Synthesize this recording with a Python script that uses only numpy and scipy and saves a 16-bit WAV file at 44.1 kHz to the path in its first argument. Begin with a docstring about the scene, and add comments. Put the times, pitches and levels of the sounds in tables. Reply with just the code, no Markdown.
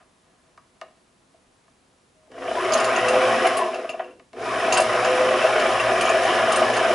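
"""Soft rubs and taps of fingers come first, in a quiet room; then a small sewing machine winds a bobbin.
It is driven twice: it whirs up, coasts down, whirs up again and runs to the end.
Gear grit, a knock per turn and the motor's commutator tone shake the hollow plastic housing, made of
resonators. Filtered noise makes the brush hiss; dying bursts of noise ring the loose metal bobbin.
Sines make the motor's other tones and its hum; a soft noise of air lies below everything."""
import sys
import numpy as np
from scipy import signal
from scipy.fft import rfft, irfft, next_fast_len
from scipy.io import wavfile

SR = 44100
rng = np.random.default_rng(int(sys.argv[2]) if len(sys.argv) > 2 else 0)


def dump_mix(stems):
    """Bounce the given channels to the path in sys.argv[1] as a 16-bit WAV at rate SR."""
    frames = np.atleast_2d(stems).T  # one column per channel
    limited = np.clip(frames, -1, 1)  # hard clip at full scale
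    pcm = np.round(limited * 32767).astype(np.int16)
    wavfile.write(sys.argv[1], SR, pcm)


N = 306054

# Runs of the drive: (on t/s, off t/s, spin-up time/s)
PEDAL_RUNS = [(2.29, 3.475, .106), (4.32, 7.5, .051)]
REFERENCE_SPEED = 60  # turns/s
JERK_SPEED, JERK_S = 8.5, 0.03  # the rotor breaks loose with a jerk: turns/s won, time/s
QUICK_SPEED = 35.5  # turns/s won in the spin-up
SLOW_SPEED, SLOW_RISE_S = 16.5, 0.6  # turns/s won slowly, time/s
DRAG_S, FRICTION = 0.8, 42  # coasting: air and belt drag/s, dry friction/(turns/s lost per s)
SWITCH_ON_S, SWITCH_OFF_S = 0.015, 0.19  # the drive takes up and lets go of the load

# How layers follow the speed: (level/dB at reference speed, gain per doubling/dB, loss without current/dB)
LOW_LAW = (-29.5, 6.14, 1.8)
MIDDLE_LAW = (-23.5, 12.1, 3.4)
HIGH_LAW = (-23.5, 13.3, 2)
HISS_LAW = (-37.5, 12, 1.2)
HUM_LAW = (3.1, 7.6, 50)
# Brief level changes of the whir: (t/s, length/s, change of middle panels/dB, change of high panels/dB)
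SWELLS = [(2.522, 0.018, 1.5, -5), (2.598, 0.018, -8, 1), (2.738, 0.095, 3.5, 2.5), (3.09, 0.077, 4.5, 0),
          (3.45, 0.019, 5, 2), (3.582, 0.079, 7, -1), (4.726, 0.18, -0.5, -1), (4.735, 0.064, 4.5, 5),
          (4.801, 0.02, 8.5, -1.5), (5.056, 0.025, 5, 4), (5.195, 0.017, 5, 1.3), (6.432, 0.014, 1, -2.5),
          (6.641, 0.024, 3, -1.5), (6.704, 0.03, 0.5, -3), (6.9, 0.011, 5.5, -2.5)]

# Resonances of the housing panels: (f/Hz, width/Hz, relative level/dB)
PANELS = [(229.2, 11, -14), (262, 15, -13), (360.8, 35.6, -6), (441.4, 54, -9.5), (505.8, 22.2, -3.5),
          (630, 58, 1), (674.4, 45.5, 3.5), (750.5, 63, -3), (870, 113, -13), (976, 67, -8.5),
          (1100, 72, -7.5), (1220, 28.6, -3.5), (1465, 200, -12), (1696, 76, -9), (1908, 118, -10.5),
          (2173, 210, -12.5), (2400, 300, -11.5), (2670, 150, -11), (3000, 253, -12)]
# Each running panel waxes and wanes by itself: (rate f/Hz, spread/dB)
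PANEL_WANDER = [(4, 1.3), (25, 1.2)]
# Commutator tone near a panel resonance:
# (f/Hz, width setting/Hz, extra drive there/dB, drive everywhere/dB, rise of the extra without current/dB)
COMMUTATOR_TONE = (1030, 170, -11, -27, 4)
# Colour of the brush hiss: (f/Hz, relative level/dB)
BRUSH_COLOUR = [(1940, -29), (3300, -0.5), (3650, 1), (4430, -7), (5370, 1), (6380, -7.5), (6890, -9.5),
                (7660, -10), (9340, -10), (10200, -14.5), (10600, -1.5), (11100, -18), (14400, -50),
                (22000, -120)]
# Ringing brush holders: (f/Hz, time to fall 60 dB/s, relative level/dB)
BRUSH_RINGS = [(5270, 0.03, -38), (7180, 0.029, -34.5), (10110, 0.013, -27)]

# Ninth-order tone, strongest at a panel resonance: (f/Hz, half width below/Hz, above/Hz, level/dB)
NINTH_TONE = (506.5, 5.5, 16.5, -21)
# Mains hum and a stronger tone above it: (f/Hz, relative level/dB)
HUM_TONES = [(60, -56), (120, -52.5), (228, -49)]
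# Shake of the unbalanced rotor: (cycles per turn, relative level/dB)
UNBALANCE = [(1, -61.5), (2, -48), (4, -45.5)]
# Colour of the low motor noise: (f/Hz, relative level/dB)
GROWL_COLOUR = [(15, -56), (25, -16), (75, -5), (113, 18), (135, 0), (174, 10), (220, -23), (290, -29),
                (480, -120)]
# Whine as current flows before the rotor moves: (start t/s, fade-out t/s, f/Hz, highest level/dB)
STALL_WHINE = (2.14, 2.29, 626, -62)

# Bobbin clacks: (t/s, relative level/dB, extra for rings above 7500 Hz/dB, relative flange level/dB)
CLACKS = [(2.72, -16, -14, -36), (2.7332, -7.5, -31, -38), (2.773, -18, -4, -39), (2.799, -20.5, 5.5, -18),
          (2.842, -15.5, -3, -19), (2.9599, -18.5, -12, -16.5), (3.083, -13.5, 1.5, -14.5),
          (3.465, -21, 2, -21), (3.569, -21, 11.5, -23), (3.743, -27.5, -14, -27), (3.893, -23, -11, -18),
          (4.0056, -52, -10.5, -40), (4.041, -45, -4.5, -37), (4.108, -53, 3, -45), (4.7232, -5.5, -29, -8),
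          (4.739, -16, 3, -45), (4.7709, -8, -1.5, -9.5), (4.778, -24, -5, -12.5), (4.8009, -16.5, 6, -46),
          (4.8166, -23, 10, -40), (5.045, -19.5, -18, -19), (5.464, -35, -21, -17.5),
          (5.5969, -21, -3, -17), (5.711, -23, -20.5, -28.5), (5.7987, -17, -17.5, -15),
          (6.009, -16.5, 5, -18), (6.051, -20, -7, -29), (6.091, -20, 1.5, -22), (6.232, -19.5, -7, -42),
          (6.519, -17.5, 3.5, -23), (6.558, -19, 9, -19.5), (6.7364, -20, -11.5, -20.5),
          (6.7654, -20, 1.5, -29)]
# Rings of the bobbin metal: (f/Hz, relative level/dB, time to fall 60 dB/s)
BOBBIN_RINGS = [(2440, -14, 0.031), (4520, -20, 0.0051), (5200, 5, 0.0033), (6580, -3, 0.012),
                (7110, -0.5, 0.0057), (8340, -8.5, 0.0093), (9030, -2.5, 0.0057), (10440, -7.5, 0.021),
                (10900, -13, 0.013)]
# Ring of the bobbin's flange: (f/Hz, time to fall 60 dB/s)
FLANGE_RING = (2730, 0.03)

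# Uneven knocks of the drive: (t/s, relative level/dB, shudder f/Hz, relative level of high panels/dB)
KNOCKS = [(2.381, -29, 665, -35), (2.426, -41, 668, -28), (2.483, -16, 640, -26), (2.514, -13, 680, -27),
          (2.569, -15, 690, -34), (2.636, -26, 670, -23), (2.718, -14, 620, -20), (2.751, -9.5, 635, -20),
          (2.819, -24, 692, -20), (2.975, -10.5, 662, -15), (3.075, -18, 657, -20), (3.216, -15, 647, -15),
          (3.594, -17, 640, -21), (3.69, -22, 684, -45), (3.716, -19.5, 630, -29), (3.736, -18.5, 660, -27),
          (3.758, -18.5, 716, -30), (3.787, -20, 636, -40), (3.821, -33, 681, -43),
          (3.846, -19.5, 646, -33), (3.896, -18, 640, -33), (3.943, -18.5, 644, -36),
          (3.999, -13, 716, -24.5), (4.081, -39, 737, -43), (4.895, -25, 659, -20), (5.068, -9, 650, -19),
          (5.449, -6.5, 600, -27), (5.562, -12, 745, -14), (5.615, -11.5, 700, -16), (5.658, -11, 660, -19),
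          (5.76, -8.5, 745, -20), (5.869, -9.5, 645, -19), (5.896, -9, 640, -17), (6.1, -10.5, 656, -17.5),
          (6.146, -8.5, 670, -25), (6.251, -10, 640, -31), (6.399, -8.5, 595, -31), (6.435, -12, 680, -28),
          (6.498, -14, 625, -19), (6.533, -10.5, 760, -23), (6.584, -13, 600, -18), (6.618, -5, 660, -22),
          (6.7, -10, 640, -27)]
# Taps of fingers and pedal, relative levels:
# (t/s, low and middle panels level/dB, high panels level/dB, softness as cut-off f/Hz, tick level/dB)
TAPS = [(0.576, -52, -43.5, 1190, -55), (0.814, -36, -37, 1900, -41), (0.831, -41, -58, 1500, -62),
        (0.905, -53, -66, 1470, -66), (0.973, -56, -67, 1500, -66), (1.34, -55, -62, 1200, -68),
        (1.679, -59, -57, 1200, -71), (2.273, -54, -71, 1500, -68), (2.318, -40.5, -49, 1510, -53),
        (4.197, -50, -49.5, 1900, -56), (4.332, -37, -46, 1500, -48.5)]
# Rubs of a finger: (loudest t/s, spread/s, level/dB)
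RUBS = [(0.0, 0.032, -56.5), (.35, 0.14, -72), (.51, 0.054, -66)]
RUSTLE_DB = -73.5  # steady part of the handling rustle

# Gain of the side signal: (f/Hz, level/dB)
SIDE_COLOUR = [(60, -22), (140, -21), (350, -23), (830, -18), (1990, -11.5), (4770, -8.5), (11400, -9)]
# Left minus right: (f/Hz, level/dB)
LEFT_LEAN = [(60, 0.2), (170, 0.4), (490, 0.6), (1400, 0.7), (4000, -0.3), (11400, -3)]
# Colour of the air noise: (f/Hz, relative level/dB)
AIR_COLOUR = [(20, -6), (45, -5.5), (95, -5.5), (250, -4.5), (450, -11), (900, -12), (1500, -17),
              (4000, -20.5), (11100, -24)]
# Side minus mid of the air noise: (f/Hz, level/dB)
AIR_WIDTH = [(60, -20), (170, -12), (490, -2.5), (1400, -1), (4000, -6.5), (11400, -10)]


def rotor():
    """Speed in turns/s and share of current 0-1: drive spins the rotor up, drag and friction slow it."""
    t = np.arange(N) / SR
    speed = np.full(N, 0.5)  # a floor above zero keeps the logarithm in follows() finite
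    current = np.zeros(N)
    pull = FRICTION * DRAG_S
    for pressed, released, rise_s in PEDAL_RUNS:
        on = np.clip(t, pressed, released) - pressed
        off = np.maximum(t - released, 0)
        driven = QUICK_SPEED * (1 - (1 + on / rise_s) * np.exp(-on / rise_s))
        driven += SLOW_SPEED * (1 - np.exp(-on / SLOW_RISE_S))
        driven += JERK_SPEED * np.minimum(on / JERK_S, 1)
        speed = np.maximum(speed, (driven + pull) * np.exp(-off / DRAG_S) - pull)
        current += np.clip(on / SWITCH_ON_S, 0, 1) * np.clip(1 - off / SWITCH_OFF_S, 0, 1)
    return speed, current


def follows(law):
    """Level in dB of a layer that grows with speed and drops without current."""
    speed, current = rotor()
    full_db, doubling_db, off_db = law
    return full_db + doubling_db * np.log2(speed / REFERENCE_SPEED) - off_db * (1 - current)


def swells():
    """Brief level changes in dB, one row for the middle and one for the high panels."""
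    t, extra = np.arange(N) / SR, np.zeros((2, N))
    for s, length, *up_db in SWELLS:
        shape = np.interp(t, [s - 0.008, s, s + length, s + length + 0.015], [0, 1, 1, 0])
        extra += np.outer(up_db, shape)
    return extra


def drive(phase, powered):
    """Grit and tooth chatter of the gears (two unlike draws), and a soft uneven knock each powered turn."""
    grit = rng.standard_normal((2, N)) * from_db(0.5 * drift(45) + 1.65 * drift(130))
    tooth_hits = rng.random((2, N)) < 500 / SR  # about 500 per second
    teeth = tooth_hits * rng.standard_normal((2, N)) * from_db(14)
    turns = (np.diff(np.floor(phase), prepend=0) > 0) & powered
    knocks = turns * from_db(22 + 1.5 * rng.standard_normal((2, N)))
    return grit + teeth + cut(knocks, 1150, "low")


def commutator(phase, speed, current):
    """The 24 bars sing roughly, loudest while their rate sweeps through a panel resonance."""
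    centre_hz, width_hz, peak_db, base_db, coasting_db = COMMUTATOR_TONE
    near = crossing(24 * speed, centre_hz, width_hz) ** 2
    gain = from_db(peak_db + coasting_db * (1 - current)) * near + from_db(base_db)
    return gain * (1 + 0.9 * drift(90)) * np.sin(2 * np.pi * 24 * phase)


def housing(force, wanders=False):
    """Panel resonances side by side, signs alternating; returns low, middle and high panels apart."""
    groups = [0, 0, 0]
    for k, (hz, width, level_db) in enumerate(PANELS):
        r = np.exp(-np.pi * width / SR)
        a = [1, -2 * r * np.cos(2 * np.pi * hz / SR), r * r]
        # the tiny offset keeps the filter from slowing down on silence
        panel = (-1) ** k * from_db(level_db) * signal.lfilter([1 - r, 0, r - 1], a, force + 1e-18)
        if wanders:
            panel = panel * from_db(sum(db * drift(rate) for rate, db in PANEL_WANDER))
        group = np.searchsorted((570, 870), hz)  # group borders in Hz
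        groups[group] = groups[group] + panel
    return groups


def brushes():
    """Flickering noise of the sliding brushes, which also rings their holders."""
    sparks = rng.standard_normal((2, N)) * from_db(0.62 * drift(4.2) + 0.77 * drift(160))
    hiss = rms_one(coloured(sparks, BRUSH_COLOUR))
    hiss += sum(from_db(db) * ring(sparks, hz, t60) for hz, t60, db in BRUSH_RINGS)
    return from_db(follows(HISS_LAW)) * hiss


def rattle():
    """Gears and commutator whir in the housing while the brushes hiss; two rows, mid and side."""
    speed, current = rotor()
    middle_up_db, high_up_db = swells()
    phase = np.cumsum(speed * (1 + 0.05 * drift(60))) / SR  # in turns
    force = drive(phase, current > 0.2) + commutator(phase, speed, current)
    low, middle, high = housing(force, wanders=True)
    whir = from_db(follows(LOW_LAW) + 0.22 * middle_up_db) * rms_one(low)
    whir += from_db(follows(MIDDLE_LAW) + middle_up_db) * rms_one(middle)
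    whir += from_db(follows(HIGH_LAW) + high_up_db) * rms_one(cut(high, 2350, "low"))
    return whir + brushes()


def motor():
    """Ninth-order tone, hum with the current, shake and growl of the unbalanced rotor, and first whine."""
    speed, current = rotor()
    t = np.arange(N) / SR
    angle = 2 * np.pi * np.cumsum(speed * (1 + 0.002 * drift(10))) / SR

    centre_hz, below, above, ninth_db = NINTH_TONE
    ninth_hz = 9 * speed
    half_width = np.where(ninth_hz < centre_hz, below, above)
    ninth = crossing(ninth_hz, centre_hz, half_width) * current * np.sin(9 * angle)
    ninth = ninth * from_db(ninth_db + 0.5 * drift(11))

    hum_db = follows(HUM_LAW)
    hum = sum(from_db(db + hum_db + 1.8 * drift(3)) * np.sin(2 * np.pi * hz * t) for hz, db in HUM_TONES)

    load = (speed / REFERENCE_SPEED) ** 2 * (0.18 + 0.3 * current)  # unbalance grows with speed squared
    shake = sum(from_db(db + 4 * drift(3)) * np.sin(order * angle) for order, db in UNBALANCE)
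    growl = from_db(-43.5) * rms_one(coloured(rng.standard_normal(N), GROWL_COLOUR))

    start, end, whine_hz, whine_db = STALL_WHINE
    envelope = np.interp(t, [start, start + 0.03, end, end + 0.02], [0, 1, 0.5, 0])
    whine = from_db(whine_db) * np.sin(2 * np.pi * whine_hz * t) * envelope
    return ninth + hum + load * (shake + growl) + whine


def bobbin():
    """Each clack of the loose bobbin on its spindle is a dying chatter that hisses and rings the metal."""
    out = np.zeros(N)
    t = np.arange(SR // 10) / SR
    for s, db, top_db, flange_db in CLACKS:
        chatter = rng.standard_normal(len(t)) * np.exp(-t / 0.014) * np.minimum(t / 0.0018, 1)
        clack = from_db(db - 11) * cut(chatter, 3500, "high")
        # one click and a little chatter strike the flange
        clack += from_db(flange_db - 4.5) * ring(0.07 * chatter + (t == 0), *FLANGE_RING)
        for hz, mode_db, t60 in BOBBIN_RINGS:
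            tilt_db = top_db * (hz > 7500)
            ring_db = db + mode_db - 28.5 + tilt_db + rng.normal(0, 3.5)
            clack += from_db(ring_db) * ring(chatter, hz, t60)
        at = round(s * SR)
        out[at:at + len(t)] += clack[:N - at]
    return out


def drive_knocks():
    """Each knock is a brief shudder in the low and middle panels and a rap on the high ones."""
    t, out = np.arange(SR // 4) / SR, np.zeros(N + SR)
    for s, db, hz, high_db in KNOCKS:
        push = np.sin(2 * np.pi * hz * t) * t / 0.0015 * np.exp(-t / 0.0014)
        rap = rng.standard_normal(len(t)) * np.exp(-t / 0.02)
        knock = from_db(db + 12) * sum(housing(push)[:2])
        knock += from_db(high_db + 19) * cut(housing(rap)[2], 1760, "low")
        at = round((s - 0.006) * SR)  # starts just ahead of the listed time
        out[at:at + len(t)] += knock
    return out[:N]


def taps():
    """Each tap is a touch and a short scrape, heard through the panels and as a direct tick."""
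    t, out = np.arange(SR // 4) / SR, np.zeros(N + SR)
    for s, low_db, high_db, soft_hz, tick_db in TAPS:
        scrape = rng.standard_normal(len(t)) * np.exp(-t / 0.009)
        contact = scrape / np.linalg.norm(scrape) + 1.6 * (t == 0)
        low, middle, high = housing(contact)
        tap = from_db(low_db + 40.5) * (0.78 * cut(low, 330, "high") + middle)
        tap += from_db(high_db + 45.5) * cut(high, soft_hz, "low")
        tap += from_db(tick_db + 27.5) * cut(cut(contact, 1800, "high"), 3750, "low")
        at = round(s * SR)
        out[at:at + len(t)] += tap
    return out[:N]


def rustle():
    """Fingers resting on the housing stir its panels faintly, until the drive first comes on."""
    low, middle, high = housing(rng.standard_normal(N) * from_db(2.4 * drift(13)))
    t = np.arange(N) / SR
    level = from_db(RUSTLE_DB)
    level = level + sum(from_db(db) * np.exp(-((t - s) / spread) ** 2) for s, spread, db in RUBS)
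    stirred = rms_one(0.62 * low + middle + 2 * cut(high, 1400, "low"))
    return level * (t < PEDAL_RUNS[0][0]) * stirred


def room(x):
    """Dense echoes that fall 60 dB in 0.34 s, drawn apart for mid and side."""
    t = np.arange(SR // 2) / SR
    tail = rng.standard_normal((2, len(t))) * from_db(-60 * t / 0.34) * (t > 0.004)
    tail = cut(tail, 5400, "low")
    tail /= np.sqrt(np.sum(tail ** 2, axis=1, keepdims=True))
    return from_db(-14) * signal.fftconvolve(x[None], tail, axes=1)[:, :N]


def air():
    """Steady coloured noise for left and right, made from a mid and a side draw."""
    mid, side = from_db(-61.5) * rms_one(coloured(rng.standard_normal((2, N)), AIR_COLOUR))
    return mid + coloured(side, AIR_WIDTH) * [[1], [-1]]


def from_db(db):
    """Gain of a level in dB."""
    return 10 ** (np.asarray(db) / 20)


def rms_one(x):
    """Scales a signal to an rms of 1."""
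    return x / np.sqrt(np.mean(x ** 2) + 1e-20)


def coloured(x, points, power=1):
    """Shapes a signal by a spectrum of (f/Hz, level/dB), its dB times power."""
    size = next_fast_len(N + 4096)
    hz = np.maximum(np.fft.rfftfreq(size, 1 / SR), 1)
    point_hz, point_db = np.array(points).T
    gain = from_db(power * np.interp(np.log(hz), np.log(point_hz), point_db))
    return irfft(rfft(x, size) * gain, size)[..., :N]


def drift(rate):
    """Random wandering of spread 1: noise smoothed by two equal low-passes at the rate in Hz."""
    r = np.exp(-40 * np.pi * rate / SR)  # worked out at every 20th sample
    noise = rng.standard_normal(N // 20 + 4002)
    slow = signal.lfilter([1], [1, -2 * r, r * r], noise)[4000:]  # skip the filter's start
    return np.interp(np.arange(N) / 20, np.arange(len(slow)), rms_one(slow))


def cut(x, hz, kind):
    """Second-order low- or high-pass."""
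    return signal.sosfilt(signal.butter(2, hz, kind, fs=SR, output="sos"), x)


def ring(force, hz, t60):
    """A unit click sets a sine of height 1 ringing, which falls 60 dB in t60 seconds."""
    r, w = from_db(-60 / (t60 * SR)), 2 * np.pi * hz / SR
    return signal.lfilter([0, np.sin(w)], [1, -2 * r * np.cos(w), r * r], force)


def crossing(hz, centre_hz, half_width):
    """Gain of a tone near a resonance: 1 at the centre, half at the half width."""
    return 1 / (1 + ((hz - centre_hz) / half_width) ** 2)


def scene():
    """The large housing reaches the two ports by unlike paths, the more so in the treble."""
    running, other_panels = rattle()
    hits = motor() + bobbin() + drive_knocks() + taps() + rustle()
    echoes = room(running + hits)
    t = np.arange(SR // 50) / SR
    paths = rng.standard_normal(len(t)) * np.exp(-t / 0.003)
    scattered = signal.fftconvolve(hits, paths / np.linalg.norm(paths))[:N]
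    mid = running + hits + echoes[0]
    side = coloured(other_panels + scattered + echoes[1], SIDE_COLOUR)
    left = coloured(mid, LEFT_LEAN, power=0.5) + side
    right = coloured(mid, LEFT_LEAN, power=-0.5) - side
    return np.array([left, right]) + air()


def record(dry):
    """The microphone misses the deepest bass; a steep filter cuts the top above 11150 Hz."""
    top_cut = signal.ellip(12, 0.5, 80, 11150, fs=SR, output="sos")
    return signal.sosfilt(top_cut, cut(dry, 38, "high"))


dry = scene()
out = record(dry)
dump_mix(out)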